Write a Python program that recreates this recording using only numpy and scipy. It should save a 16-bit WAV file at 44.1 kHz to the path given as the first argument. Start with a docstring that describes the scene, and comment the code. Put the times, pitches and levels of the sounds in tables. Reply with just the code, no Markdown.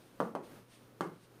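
"""Room tone, a wavering fan hum and a soft shirt rustle; then three firm presses on calculator keys.
Each press is a dull plastic knock: damped case modes pushed softly, then bright modes and a crack at the stop.
A small hard-walled classroom answers at once and dies in about a third of a second over most of the band.
Tone and cloth are coloured noise, the cloth in swells as the person moves; the hum is a wavering sine."""
import sys
import numpy as np
from scipy import signal
from scipy.fft import rfft, irfft, next_fast_len
from scipy.io import wavfile
from scipy.ndimage import uniform_filter1d, map_coordinates

SR = 44100
rng = np.random.default_rng(int(sys.argv[2]) if len(sys.argv) > 2 else 0)


def waveform_to_disk(signal):
    """Save audio, clipped to [-1, 1], as 16-bit WAV at the path in sys.argv[1]."""
    frames = np.transpose(np.atleast_2d(signal))
    scaled = np.clip(frames, -1, 1) * 32767
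    samples = np.round(scaled).astype(np.int16)
    wavfile.write(sys.argv[1], SR, samples)


def makeup_ratio(level_db):
    """Linear amplitude ratio for a level in decibels (20 dB per factor of ten)."""
    decades = np.asarray(level_db, float) / 20
    return 10 ** decades


N = 61739

# key presses; the key's place decides what rings, the hand muffles the thud:
# start_s, level_db, deep_db, middle_db, bright_db, crack_db, thud_lowpass_hz
KEY_PRESSES = [(.2016, -20, -8.5, -2.5, 0, -3.5, 1400), (.3505, -26.5, 2.5, -2.5, 3, -1.5, 1157),
               (1.0072, -21, -0.5, -22.5, 9, 1, 1560)]
# modes of the hand-held case, four groups: pitch_hz, level_db, t60_s
CORE_MODES = [(1099, -1.5, 0.014), (1520, -37, 0.004), (830, -7, 0.0095), (174.8, -18, 0.084)]
DEEP_MODES = [(346.6, -10, 0.028), (274, -11, 0.035)]
MIDDLE_MODES = [(231.5, -13.5, 0.044), (458.4, -9, 0.069), (545, -6, 0.012)]
BRIGHT_MODES = [(2128, -23.5, 0.021), (2487, -23, 0.0061), (3017, -23, 0.0058), (4100, -35.5, 0.0036)]
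# crack and chatter colour: freq_hz, gain_db
CRACK_COLOUR = [(1500, -38), (2500, 4.5), (3200, 6), (4200, 3), (5000, -1.5), (6400, 1), (7700, -7.5),
                (8500, 0.5), (12000, -8.5), (15500, -12), (16600, -21)]
# room decay: freq_hz, t60_s
ROOM_DECAY = [(100, 0.61), (260, 0.39), (700, 0.32), (1800, 0.31), (5000, 0.26), (14000, 0.37)]
# diffuse tail colour, relative: freq_hz, gain_db
TAIL_COLOUR = [(100, -18), (170, 2), (400, 2.5), (1000, -2.5), (1500, -4), (2300, 4.5), (3300, -6.5),
               (5000, 3), (14000, 2.5), (15600, 6), (15900, -40)]
# nearest surfaces: delay_s, level_db
NEAR_SURFACES = [(.004, -22), (.0073, -11), (0.0125, -10.5), (0.0199, -17)]
# shirt rustles: peak_s, level_db, rise_sigma_s, fall_sigma_s
SHIRT_RUSTLES = [(.02, -70, 0.017, 0.077), (0.224, -63.5, 0.012, 0.032), (1.035, -65, 0.0064, 0.031),
                 (0.443, -63, 0.0093, 0.03), (.6, -75.5, 0.022, 0.072), (.755, -66.5, 0.042, 0.065),
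                 (1.21, -71.5, 0.059, 0.077)]
# cloth colour, relative: freq_hz, gain_db
SHIRT_COLOUR = [(500, 1), (1200, -1.5), (3500, 1), (6500, -6), (7700, -13.5), (8400, -0.5), (15400, -19.5),
                (15900, -56)]
# room tone colour, relative: freq_hz, gain_db
TONE_COLOUR = [(20, -18.5), (85, -14.5), (125, -9), (220, -5), (300, -5.5), (550, -10), (700, -16),
               (1300, -17.5), (2000, -23.5), (7000, -32.5), (7700, -36), (8400, -31.5), (15500, -33),
               (15900, -78)]
# room tone level before its waver: time_s, level_db
TONE_LEVEL_CURVE = [(0.0, -59.5), (0.24, -59), (0.372, -64.5), (0.668, -59.5), (0.828, -65.5),
                    (1.132, -64.5), (1.4, -61)]

CONTACT_S, MODE_SCATTER_DB = 0.00014, 3  # sigma of the key's soft landing; random spread of mode levels
CRACK_DB = -9
CHATTER_DB, CHATTER_T60_S = -26.5, 0.033  # loose key cap, close by; level relative to the press's crack
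TAIL_DB, FIRST_WALL_S = 1.5, 0.003
DIRECT_S = 0.00054
LOW_CUT_HZ = 84
HUM_HZ, HUM_DB, HUM_WAVER_DB, HUM_WAVER_RAD = 120, -69, 1.5, 0.5


def keys():
    """A soft push accelerates the low case modes; the hard stop rings bright modes and cracks; the room answers."""
    out = np.zeros(N + 2 * SR)
    t = np.arange(SR // 20) / SR
    push = np.exp(-0.5 * (t / CONTACT_S - 2.5) ** 2)
    push /= push.sum()
    stop = round(6 * CONTACT_S * SR)
    for start_s, level_db, deep_db, middle_db, bright_db, crack_db, lowpass_hz in KEY_PRESSES:
        dull = ring(CORE_MODES, t)
        dull = dull + makeup_ratio(deep_db) * ring(DEEP_MODES, t)
        dull = dull + makeup_ratio(middle_db) * ring(MIDDLE_MODES, t)
        velocity = np.convolve(dull, push)[:len(t)]
        thud = -np.diff(velocity, prepend=0)
        thud = signal.sosfilt(signal.butter(4, lowpass_hz, fs=SR, output="sos"), thud)

        onset = 1 - np.exp(-t / CONTACT_S)
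        bright = makeup_ratio(bright_db) * np.gradient(ring(BRIGHT_MODES, t)) * onset
        bright = np.pad(bright, (stop, 0))[:len(t)]
        crack = makeup_ratio(CRACK_DB + crack_db) * click(CRACK_COLOUR)
        crack = np.pad(crack, (stop, 0))[:len(t)]

        knock = makeup_ratio(level_db) * (thud + bright + crack)
        heard = signal.fftconvolve(knock, classroom())
        heard[stop:][:len(t)] += makeup_ratio(level_db + crack_db) * chatter(t)
        out[round(start_s * SR):][:len(heard)] += heard
    return signal.sosfilt(signal.butter(2, LOW_CUT_HZ, "high", fs=SR, output="sos"), out[:N])


def ring(modes, t):
    """Velocity of damped modes after a unit push, scaled so their acceleration has the given level."""
    total = 0
    for pitch_hz, level_db, t60_s in modes:
        scatter_db = MODE_SCATTER_DB * rng.standard_normal()
        envelope = makeup_ratio(level_db + scatter_db - 60 * t / t60_s)
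        omega = 2 * np.pi * pitch_hz
        total = total + envelope * np.cos(omega * t) * SR / omega
    return total


def click(points):
    """A single impulse given this colour, causally (minimum phase)."""
    log_gain = np.log(makeup_ratio(along(points, np.fft.rfftfreq(4096, 1 / SR))))
    cepstrum = irfft(log_gain)
    cepstrum[1:2048] *= 2  # fold to the causal side
    cepstrum[2049:] = 0
    return irfft(np.exp(rfft(cepstrum)))


def chatter(t):
    """The loose key cap's brief buzz: decaying coloured noise."""
    buzz = hiss(CRACK_COLOUR, patchy_db=0)[:len(t)]
    return makeup_ratio(CHATTER_DB - 60 * t / CHATTER_T60_S) * buzz


def classroom():
    """One room response: direct sound and near surfaces on a diffuse tail that dies by band."""
    hz, t, z = signal.stft(rng.standard_normal(SR // 2), SR, nperseg=256)
    colour_db = along(TAIL_COLOUR, hz)[:, None]
    decay_db = 60 * t / along(ROOM_DECAY, hz)[:, None]
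    tail = signal.istft(z * makeup_ratio(colour_db - decay_db), SR, nperseg=256)[1]
    tail = makeup_ratio(TAIL_DB) * tail / np.linalg.norm(tail)
    answer = np.pad(tail, (round(FIRST_WALL_S * SR), 0))
    answer[round(DIRECT_S * SR)] += 1
    for delay_s, level_db in NEAR_SURFACES:
        answer[round(delay_s * SR)] += makeup_ratio(level_db)
    return answer


def shirt():
    """Cloth sliding: soft swells of airy hiss."""
    t = np.arange(N) / SR
    swell = np.zeros(N)
    for peak_s, level_db, rise_s, fall_s in SHIRT_RUSTLES:
        sigma_s = np.where(t < peak_s, rise_s, fall_s)
        swell += makeup_ratio(level_db) * np.exp(-0.5 * ((t - peak_s) / sigma_s) ** 2)
    return swell * makeup_ratio(2.4 * wobble(25)) * hiss(SHIRT_COLOUR, patchy_db=0.2)


def room_tone():
    """Low air noise of wavering level, plus the fan hum."""
    t = np.arange(N) / SR
    time_s, level_db = np.transpose(TONE_LEVEL_CURVE)
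    air_db = np.interp(t, time_s, level_db) + 3.6 * wobble(7.43)
    air = makeup_ratio(air_db) * hiss(TONE_COLOUR, patchy_db=0.0)
    return air + fan_hum(t)


def fan_hum(t):
    """A sine whose level and phase waver at random."""
    level = makeup_ratio(HUM_DB + HUM_WAVER_DB * wobble(15.4))
    phase = 2 * np.pi * HUM_HZ * t + HUM_WAVER_RAD * wobble(25)
    return np.sqrt(2) * level * np.sin(phase)  # sqrt(2): level is rms


def hiss(spectrum, patchy_db):
    """Coloured noise of rms 1 with time-frequency patches of random gain."""
    z = signal.stft(rng.standard_normal(N + 512), nperseg=512)[2]
    field = uniform_filter1d(rng.standard_normal(z.shape), size=5, axis=0)
    field = uniform_filter1d(field, size=6, axis=1)
    x = signal.istft(z * makeup_ratio(patchy_db * unit(field)), nperseg=512)[1]
    m = next_fast_len(N + 8192)
    gain = makeup_ratio(along(spectrum, np.fft.rfftfreq(m, 1 / SR)))
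    return unit(irfft(rfft(x, m) * gain, m)[:N])


def wobble(rate_hz):
    """A smooth random curve through rate_hz knots a second, 40 at most."""
    knots = rng.standard_normal(int(N * 40 / SR) + 4)
    return map_coordinates(knots, [np.arange(N) * min(rate_hz, 40) / SR])


def along(points, hz):
    """(Hz, value) points interpolated on a log frequency axis."""
    f, v = np.transpose(points)
    return np.interp(np.log(hz + 1), np.log(f + 1), v)


def unit(x):
    """Scaled to rms 1."""
    return x / np.sqrt(np.mean(x ** 2) + 1e-20)


def scene():
    """Keys in their room, over tone and cloth; one channel."""
    return (keys() + room_tone() + shirt())[None]


def top_cut(x):
    """Nothing passes above the cut-off."""
    return signal.sosfilt(signal.butter(12, 16500, fs=SR, output="sos"), x)


def record(dry):
    """The finished mix, levels as set."""
    return top_cut(dry)


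dry = scene()
out = record(dry)
waveform_to_disk(out)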